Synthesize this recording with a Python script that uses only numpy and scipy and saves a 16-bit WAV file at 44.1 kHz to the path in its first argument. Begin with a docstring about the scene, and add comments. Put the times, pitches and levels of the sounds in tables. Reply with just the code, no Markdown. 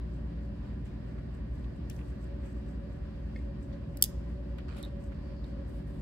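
"""A belt-driven furnace blower hums, rumbles and hisses while a die-cast toy car turns on a rubbing platter.
Resonant noise bursts make light knocks; near 1.9 s faint clicks ring metal modes, near 3.4 s a woody tick.
At 4.02 s a finger snaps the hood shut: one sharp modal click and a rebound. From 4.6 s the hand grips the
car and lifts it off: granular skin rubs, stick-slip tyres, rattling wheels and a hiss of cloth.
A short noise tail adds the room; a phone with two microphones stands close to the toy."""
import sys
import numpy as np
from scipy import signal
from scipy.fft import rfft, irfft
from scipy.io import wavfile
from scipy.ndimage import uniform_filter1d

SR = 44100
rng = np.random.default_rng(int(sys.argv[2]) if len(sys.argv) > 2 else 0)


def master_out(mix):
    """Clip the mix to full scale and print it as 16-bit PCM to the path in sys.argv[1]."""
    frames = np.transpose(np.atleast_2d(mix))
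    ceiling = np.clip(frames, -1, 1)
    pcm = np.round(ceiling * 32767).astype(np.int16)
    wavfile.write(sys.argv[1], SR, pcm)


N = 265329
TIME = np.arange(N) / SR
FREQ = np.maximum(np.arange(N // 2 + 1) * SR / N, 1)
TOP_HZ = 16300


def undb(db):
    """Logarithmic level: decibels to amplitude gain."""
    return 10 ** (np.asarray(db) / 20)


def level(x, db):
    """Normalisation: divide by the overall rms, then apply a level in dB, fixed or changing in time."""
    return x * undb(db) / np.sqrt(np.mean(x ** 2))


def curve(rows):
    """Linear interpolation of (t/s, value) rows over time."""
    return np.interp(TIME, *np.transpose(rows))


def spectrum(rows, hz=FREQ):
    """Interpolation of (f/Hz, value) rows on a logarithmic frequency axis."""
    points, values = np.transpose(rows)
    return np.interp(np.log(hz), np.log(points), values)


def shape(x, gain):
    """Linear filtering: multiply the spectrum by a gain at each frequency."""
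    return irfft(rfft(x, N) * gain, N)


def resonance(hz, width_hz, at=FREQ):
    """Frequency response of one damped resonator, 1 at its centre."""
    return 1 / (1 + 1j * (at ** 2 - hz ** 2) / (at * width_hz))


def pan(db):
    """Interaural level difference: left and right gains for left minus right in dB."""
    return undb(np.array([[1], [-1]]) * db / 2)


def tilt(db, hz):
    """Spectral slope in dB per 10 kHz, level above the top frequency."""
    return undb(db * np.minimum(hz, TOP_HZ) / 1e4)


def ripple(depth_db, spacing_hz):
    """Multipath interference: sound paths that add and cancel give each microphone an uneven response."""
    points = np.arange(0, SR, max(spacing_hz, 5))
    sides = rng.standard_normal((len(points), 2)).T
    return undb(depth_db * np.array([np.interp(FREQ, points, side) for side in sides]))


def diffuse(hz):
    """Diffuse-field coherence: random spectra whose correlation at two microphones depends on frequency."""
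    # likeness of the two microphones in the room's sound: f/Hz, correlation
    coherence = [(60, 1), (170, 0.97), (270, 0.99), (400, 0.282), (550, 0.34), (820, -0.51), (1050, 0.6),
                 (1450, 0.3), (2400, 0.017), (3500, -.3), (5000, -0.027), (15000, -0.21)]
    # balance of the two microphones: f/Hz, left minus right/dB
    balance = [(100, -0.7), (190, 0), (290, -6.5), (420, -0.5), (540, 3), (700, -1.5), (1000, 0.5),
               (1700, -1.5), (2100, -2), (3600, 0.5), (5000, 0)]
    mid, side = np.exp(2j * np.pi * rng.random((2, len(hz))))
    alike = np.clip(spectrum(coherence, hz), -1, 1)
    common = mid * np.sqrt(1 + alike)
    opposed = side * np.sqrt(1 - alike) * np.array([[1], [-1]])
    return (common + opposed) * pan(spectrum(balance, hz))


def walk(rate):
    """Band-limited random modulation: smoothed random steps, rate per second, with an rms near 1."""
    size = int(SR / rate)
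    steps = np.repeat(rng.standard_normal(N // size + 1), size)
    smooth = uniform_filter1d(uniform_filter1d(steps, size), size)
    return level(smooth[:N], 0)


def flutter(x, depth_db, rate, count=7):
    """Independent amplitude modulation: each half octave from 700 Hz up flickers on its own."""
    place = np.clip(2 * np.log2(FREQ / 700), 0, count - 1)
    bands = rfft(x)
    out = 0
    for k in range(count):
        band = irfft(bands * np.maximum(1 - abs(place - k), 0), N)
        out = out + band * undb(depth_db * walk(rate))
    return out


def add(out, start, sound):
    """Superposition: mix a short sound in at a time."""
    first = int(start * SR)
    out[:, first:first + sound.shape[1]] += sound[:, :N - first]


def fade(t, t60, rise):
    """Damped envelope: a quick rise and an exponential decay of 60 dB in t60."""
    return (1 - np.exp(-t / rise)) * undb(-60 * t / t60)


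def ring(modes, rise, size=8192):
    """Modal superposition: the decaying modes (f/Hz, rms level before decay/dB, t60/s) of a struck object."""
    t = TIME[:size]
    hz, mode_db, t60 = np.transpose(modes)[:, :, None]
    phase = 2 * np.pi * (hz * t + rng.random((len(modes), 1)))
    return np.sum(np.sqrt(2) * undb(mode_db) * np.sin(phase) * fade(t, t60, rise), axis=0)


def stroke(start, length):
    """Envelope of sliding friction: attack, hold and exponential release of a rub."""
    attack_s, release_t60_s = 0.0044, 0.26
    attack = np.clip((TIME - start) / attack_s, 0, 1)
    return attack * np.exp(-np.log(1000) * np.maximum(TIME - start - length, 0) / release_t60_s)


def motor(waver_db=1.76, wander_per_100_hz=0.12):
    """Tonal radiation: steady tones waver a little in level and phase on their way through the house."""
    # strong tones of motor, mains and blower:
    # f/Hz, mean rms level/dB, left minus right/dB, left phase lead/rad
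    tones = [(50.2, -47.5, 0, 0.12), (58.92, -41.5, 0.9, 0.09), (64.5, -56.5, -1.5, 0),
             (71, -54.5, -1, 0.4), (81.26, -56, 1, 0.77), (119.5, -49.5, 1.04, -0.28),
             (135.9, -56.5, -1, 0.13), (163.64, -52.5, -1.5, -0.17), (168.4, -59, 0.5, 0.4),
             (201.7, -60.5, 3, 0.2), (207, -56, -1.5, 0.3), (213.6, -58.5, -0.5, 0.57),
             (217.8, -59, -0.5, 0.5), (244.4, -62, -5.5, -0.25), (273.8, -65.5, -1.5, 0.3),
             (289.1, -57, 0.5, 0), (358.9, -58, 0.5, 1.5), (374.5, -63, -7.5, 1.64), (384, -65, -6.5, 2.5),
             (470, -70, -2.5, 1.5), (593.4, -68.5, 5, 1.5)]
    out = 0
    for hz, db, lean_db, lead in tones:
        wander = wander_per_100_hz * hz / 100 * walk(2.997)  # rad
        phase = 2 * np.pi * (hz * TIME + rng.random()) + wander
        tone = np.sqrt(2) * np.sin(phase + np.array([[lead], [-lead]]) / 2)
        out = out + tone * undb(db + waver_db * walk(2.97)) * pan(lean_db)
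    return out


def belt_loop(colour, slip):
    """Harmonic series of near-periodic motion: lines at the belt's turning rate; slip blurs the higher ones."""
    belt_hz = 5.449
    detune_hz = (FREQ + belt_hz / 2) % belt_hz - belt_hz / 2
    lines = np.exp(-.5 * (detune_hz / (slip * FREQ + 0.064)) ** 2)
    lines = lines / np.sqrt(slip * FREQ + 0.15)  # wider lines stand lower
    return irfft(diffuse(FREQ) * colour * lines * ripple(1.65, belt_hz), N)


def blower(duct_waver_db=2.5):
    """Forced vibration and flow noise: the belt shakes the casing and rings a duct under the rush of air."""
    # colour of the rumble that repeats with the belt: f/Hz, relative level/dB
    rumble_colour = [(25, -20.5), (45, 7), (65, 19), (105, 10), (165, 4.5), (260, 4.5), (320, 1.5),
                     (410, -23), (455, -8.5), (510, -14.5), (620, -8), (800, -24), (1200, -41.5)]
    # air rushing in the ducts: f/Hz, relative level per Hz/dB
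    air_colour = [(20, -30), (32, -16), (40, -14), (55, -2.5), (72, -1), (120, -12), (160, -7),
                  (260, -12.5), (330, -21.5), (680, -25.5), (850, -30.5), (1080, -31), (1320, -35),
                  (1750, -33), (2100, -38.5), (2600, -40.5), (3800, -45.5), (4900, -46), (5500, -55),
                  (16000, -74)]
    # swelling of the duct resonance, before its quick throbs: t/s, level/dB
    duct_swell = [(0, -64.5), (2, -63.5), (3, -57), (4, -56.5), (5, -54), (6, -57)]
    duct_hz, duct_width_hz = 559.3, 23
    rumble_db, air_db = -49, -44.5  # rms

    rumble = belt_loop(undb(spectrum(rumble_colour)), slip=.0012)
    # three cascaded stages, each twice as wide, are together about as wide as the duct resonance
    duct = belt_loop(resonance(duct_hz, duct_width_hz * 2) ** 3, slip=0.0056)
    duct = duct * undb(duct_waver_db * walk(16))
    air = irfft(diffuse(FREQ) * undb(spectrum(air_colour)), N)
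    # above the bass the airflow flutters, and the room colours it finely
    hiss = shape(air, FREQ ** 4 / (FREQ ** 4 + 650 ** 4))
    bass = air - hiss
    hiss = flutter(shape(hiss, ripple(2.57, 30)), depth_db=1.0, rate=28)
    air = bass + hiss * undb(0.62 * walk(22))
    return level(rumble, rumble_db) + level(duct, curve(duct_swell)) + level(air, air_db)


def turntable(grain_db=2.5):
    """Sliding friction: the slowly turning platter rubs in soft, high, gritty swishes."""
    # rubs of the platter, three or four a second: t of the peak/s, peak level/dB, length/s
    swishes = [(.145, -75.5, 0.13), (0.437, -80, 0.14), (.66, -82, .25), (0.867, -73.5, .11),
               (1.085, -80, .15), (1.35, -76, 0.11), (1.55, -76, .22), (1.762, -75.5, .07),
               (2.073, -71.5, .14), (2.222, -71.5, 0.16), (2.47, -71, 0.27), (2.69, -73.5, 0.14),
               (2.928, -74.5, .15), (3.37, -76, 0.22), (3.633, -73, 0.14), (3.92, -79.5, 0.45),
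               (4.3, -77, .17), (5.009, -71, 0.051), (5.036, -70.5, 0.13), (5.47, -77, 0.17),
               (5.689, -74.5, 0.17), (5.997, -74, 0.16)]
    # their colour: f/Hz, relative level per Hz/dB
    swish_colour = [(3000, -24.5), (5500, -7), (7000, -6), (8200, 0.5), (9400, -19.5), (12000, -11),
                    (16000, -29)]
    # share of the length spent rising, dB below the peak at the ends, level of the steady rubbing
    attack_share, depth_db, steady_db = .3, 15.5, -88

    effort = undb(steady_db)
    for peak, db, length in swishes:
        before = (peak - TIME) / attack_share
        after = (TIME - peak) / (1 - attack_share)
        away = np.maximum(before, after) / length
        effort = np.maximum(effort, undb(db - depth_db * away))
    grains = rng.standard_normal((2, N)) * undb(grain_db * walk(350))
    return effort * level(shape(grains, undb(spectrum(swish_colour))), 0)


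def knocks(rise_share=0.021):
    """Contact noise through one resonance: in softer contacts, the longer one lasts, the gentler it starts."""
    # light knocks and rubs of fingers, wheels and turntable:
    # t/s, rms level before decay/dB, resonance f/Hz, width of each of two stages/Hz, t60/s, left minus right/dB
    contacts = [(0.319, -59, 1280, 1500, 0.12, 0), (.85, -61, 2000, 2200, 0.26, -3),
                (.857, -62, 7850, 2200, 0.012, -4), (1.181, -53, 1380, 1190, 0.082, -1),
                (1.349, -65, 7850, 2200, .02, -1), (1.642, -57, 2690, 2000, 0.042, -1),
                (1.898, -48, 2450, 1200, 0.032, 4), (1.8985, -46, 6300, 4500, 0.021, 2),
                (1.905, -66.5, 7600, 9000, 0.7, 0), (1.909, -53, 3000, 2200, 0.044, 0),
                (1.963, -56, 6000, 2500, .02, 0), (1.989, -51.5, 2100, 1500, 0.04, 0),
                (2.012, -54, 2590, 650, 0.022, -5), (2.43, -61, 1590, 2000, 0.42, 4),
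                (3.725, -62, 3740, 2500, 0.14, -3.5), (3.9714, -49.5, 4410, 1780, .018, -3),
                (4.025, -44, 338, 170, .09, 0), (4.025, -59, 1460, 700, 0.056, 0),
                (4.0393, -29.5, 3500, 1100, 0.009, -1.5), (4.0395, -27.5, 6400, 2800, 0.0095, 4),
                (4.046, -41, 3300, 800, .02, -2), (4.5834, -48, 1770, 1400, 0.069, -2),
                (4.584, -56, 3710, 1400, .035, -2.5), (4.603, -57, 2900, 1000, 0.023, 0),
                (4.682, -53, 1700, 1600, 0.045, -1.5), (4.683, -56, 4300, 1200, 0.023, -1),
                (4.691, -56, 4400, 1500, 0.016, 0), (4.698, -63.5, 5500, 5000, .015, 0),
                (4.767, -57, 9600, 4990, 0.031, 0), (4.77, -54, 3600, 2200, .04, -2),
                (4.782, -57, 9600, 4000, 0.04, 3), (4.783, -56, 3000, 2200, 0.034, -2),
                (4.813, -54, 1200, 1100, .04, -2), (4.828, -51, 4000, 1500, 0.02, -3),
                (5.118, -54, 1600, 1100, 0.081, -4), (5.4423, -51, 3740, 902, 0.027, 2)]
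    out, t = np.zeros((2, N)), TIME[:SR]
    hz_axis = np.arange(SR // 2 + 1) + 1
    for start, db, hz, width_hz, t60, lean_db in contacts:
        noise = rfft(rng.standard_normal((2, SR)))
        scuff = irfft(noise * resonance(hz, width_hz, hz_axis) ** 2)
        add(out, start, level(scuff, db) * fade(t, t60, rise_share * t60) * pan(lean_db))
    return out


def clicks(chatter_s=0.0046, rise=0.00022, rise_cycles=2.0, seat_s=0.0052, seat_db=-6, size=4096):
    """Impact excitation of modes: edges chatter and ring the shell, damped as they settle; rings and cracks."""
    # modes of the toy's metal hood and body: f/Hz, relative level/dB, t60 before the ring time factor/s
    hood_modes = [(3150, -10.5, 0.024), (3570, -16.5, .022), (4625, -5, 0.018), (5080, -15.5, 0.01797),
                  (5680, -6.5, .02), (6860, -19, 0.025), (7200, -13, .018), (8470, 2, 0.01406),
                  (8870, -3, 0.02), (9280, -7.5, .011), (10120, -8, 0.0097), (10750, -5.5, 0.017),
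                  (11130, -3.5, .023), (11710, -6, .014), (12300, -8, .013), (13920, -6.5, .013),
                  (14600, 3, .014), (15500, -9.5, .012)]
    # hard contacts on the toy:
    # t/s, nominal level/dB, ring time factor, crack gain against the ring/dB, tilt/dB per 10 kHz
    contacts = [(1.898, -54, 0.95, 14, -5.5), (1.929, -66, .7, 7, -3), (1.963, -66, .7, 8, -6),
                (3.9714, -44, 0.8, 4, -1), (4.0128, -48.5, .7, 4, -2), (4.024, -5.5, .95, -11, -.5),
                (4.0394, -23.5, 0.39, 5, 0.5), (4.0457, -32, .55, -1, 2.5), (4.052, -43, .7, -0.5, -4),
                (4.058, -45, .6, 0.5, -1), (4.5835, -55.5, 0.54, 6.5, -11.5), (4.828, -43.5, 0.53, 4, -5.5),
                (4.8494, -53, .8, 0.5, -5), (5.443, -59, 0.64, 2, -9.5)]
    # colour of the chattering edges: f/Hz, relative level/dB
    crack_colour = [(300, -18.5), (2500, -23), (3150, -9.5), (4050, -14), (5200, -2), (6600, -3.5),
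                    (8500, 0), (10000, -5.5), (11300, 6), (13000, -1.5), (15000, -0.5), (17000, -4)]
    # the toy's clicks at the two microphones: f/Hz, left minus right/dB
    toy_balance = [(2400, -8), (4400, -4.5), (8100, -0.5), (15000, 0)]

    rings, cracks, t = np.zeros((2, N)), np.zeros((2, N)), TIME[:size]
    hz, mode_db, t60 = np.transpose(hood_modes)[:, :, None]
    gain = undb(mode_db) / np.sqrt(np.sum(undb(mode_db) ** 2) / 2)
    seated = undb(seat_db * (1 - np.exp(-(t / seat_s) ** 4)))
    for start, db, hold, crack_db, tilt_db in contacts:
        phase = 2 * np.pi * (hz * t + rng.random((len(hood_modes), 1)))
        partials = gain * tilt(tilt_db, hz) * np.sin(phase)
        modes = np.sum(partials * fade(t, t60 * hold, rise_cycles / hz), axis=0)
        grit_gain = undb(spectrum(crack_colour)) * tilt(tilt_db, FREQ)
        grit = shape(rng.standard_normal(N), grit_gain)[:size]
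        chatter = (1 - np.exp(-t / rise)) * np.exp(-(t / (chatter_s * hold)) ** 2)
        add(rings, start, undb(db) * (modes * seated)[None])
        add(cracks, start, undb(db + crack_db) * (grit * chatter)[None])
    # the toy's clicks reach the two channels .3 ms apart, left first, and shifted in phase by 2.4 rad
    lead = np.exp(1j * (2 * np.pi * FREQ * .0003 - 2.4) * np.array([[.5], [-.5]]))
    ports = lead * pan(spectrum(toy_balance))
    return shape(rings, ports), shape(cracks, ports)


def woody_tick(rise=0.0013):
    """Modal ringing: something small and hollow ticks once, with a faint repeat."""
    # the tick and its repeat: t/s, gain on the modes/dB
    strikes = [(3.3603, -43), (3.389, -56)]
    # its modes: f/Hz, relative level/dB, t60/s
    tick_modes = [(1830, -2, .026), (2140, 0, 0.031), (2540, -18.5, .06), (3450, -21.5, .05),
                  (4430, -10.5, .02), (5000, -14, .024)]
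    out = np.zeros((2, N))
    for start, db in strikes:
        add(out, start, undb(db) * ring(tick_modes, rise)[None])
    return out


def fingers(grain_db=-1.0, grab_db=1.5):
    """Granular friction: skin rubs in tiny grains; each rub starts quickly, holds and lets go."""
    # the fingers slide on the car, then brush the cloth behind it:
    # start t/s, length/s, rms level while held/dB, tilt/dB per 10 kHz
    rubs = [(4.673, 0.19, -60.5, -7.5), (4.758, 0.033, -68, 15), (5.677, 0.12, -73, 19),
            (5.865, 0.11, -73, 15.5)]
    # skin rubbing on the toy: f/Hz, relative level per Hz/dB
    grip_colour = [(400, -8.5), (800, 4), (1200, 1.5), (2500, -4), (4500, -5.5), (6200, -19), (8200, -12),
                   (12000, -24), (15000, -31), (16500, -42)]
    grain_gain = undb(grain_db * np.tanh(walk(600)) + grab_db * walk(70))
    grains = rng.standard_normal((2, N)) * grain_gain
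    out = 0
    for start, length, db, tilt_db in rubs:
        colour = undb(spectrum(grip_colour)) * tilt(tilt_db, FREQ)
        out = out + level(shape(grains, colour), db) * stroke(start, length)
    return out


def tyres(own_share=.6):
    """Stick-slip excitation: tyres dragged over the mesh mat; each slip rings the chassis in its own mix."""
    # resonances of the chassis: f/Hz, width of each of two stages/Hz, rms level before envelope and pan/dB
    chassis = [(1330, 450, -62.5), (2444, 470, -66), (3000, 350, -71), (4330, 900, -71), (7550, 600, -79),
               (8360, 400, -83)]
    start_s, length_s, lean_db, slips_per_s = 4.682, 0.11, -5, 260
    slips = (rng.random(N) < slips_per_s / SR) * rng.uniform(.4, 1, N)
    out = 0
    for hz, width_hz, db in chassis:
        kicks = slips * (1 + own_share * rng.standard_normal((2, N)))
        kicks = kicks * rng.choice([-1, 1], (2, N))
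        out = out + level(shape(kicks, resonance(hz, width_hz) ** 2), db)
    return out * stroke(start_s, length_s) * pan(lean_db)


def wheels(rise=0.0012):
    """Repeated impact: each bounce of a loose wheel rings the same few modes."""
    # bounces as the car leaves the mat: t/s, gain on the modes/dB, left minus right/dB
    bounces = [(4.8342, -39.5, -14), (4.8405, -44, -3.5), (4.8487, -40, -3), (4.8582, -48, 0)]
    # modes of a wheel on its axle: f/Hz, relative level/dB, t60/s
    wheel_modes = [(3620, -6.5, 0.018), (3807, -2, 0.017), (4150, -11, 0.016)]
    out = np.zeros((2, N))
    for start, db, lean_db in bounces:
        add(out, start, undb(db) * ring(wheel_modes, rise) * pan(lean_db))
    return out


def cloth():
    """Friction noise through a broad resonance: a faint hiss as the hand moves past the backdrop."""
    # the hand slides softly over cloth: t/s, level/dB
    slide = [(5.1, -94), (5.26, -72.5), (5.45, -74), (5.62, -80), (5.85, -87)]
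    slide_hz, stage_width_hz = 4570, 990  # two cascaded stages
    hiss = shape(rng.standard_normal((2, N)), resonance(slide_hz, stage_width_hz) ** 2)
    return level(hiss, curve(slide))


def room(x, early_db=-21, early_t60=0.12, late_db=-31, late_t60=0.54, late_top_hz=9500, rise=0.0048,
         patchy_db=4):
    """Reverberation by convolution: uneven early reflections, then a faint tail with its treble absorbed."""
    # colour of the tail: f/Hz, gain/dB
    room_colour = [(500, -12), (2200, 7), (3200, 8.5), (6000, 4.5), (9000, 2), (11500, -1), (15000, -2.5),
                   (16500, -8.5)]
    early, late = rng.standard_normal((2, 2, N))
    early = early * undb(patchy_db * np.tanh(walk(250)))
    early = level(early * fade(TIME, early_t60, rise), early_db)
    late = level(late * fade(TIME, late_t60, rise), late_db)
    late = shape(late, 1 / (1 + (FREQ / late_top_hz) ** 4))
    tail = early + late
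    wet = signal.fftconvolve(x, tail[:, :SR] / np.sqrt(N), axes=1)[:, :N]
    return shape(wet, undb(spectrum(room_colour)))


def scene(ring_send_db=-10, crack_send_db=7):
    """Superposition of direct and reverberant sound: the toy close by, the furnace all around."""
    rings, cracks = clicks()
    handling = knocks() + woody_tick() + wheels() + fingers() + tyres() + cloth()
    # the crack spreads through the room more than the ring of the small shell
    tail = room(handling + undb(crack_send_db) * cracks + undb(ring_send_db) * rings)
    return rings + cracks + handling + tail + turntable() + motor() + blower()


def record(dry):
    """Band limitation: the phone cuts the top with a steep elliptic low-pass."""
    return signal.sosfilt(signal.ellip(8, .2, 80, TOP_HZ, fs=SR, output="sos"), dry)


dry = scene()
out = record(dry)
master_out(out)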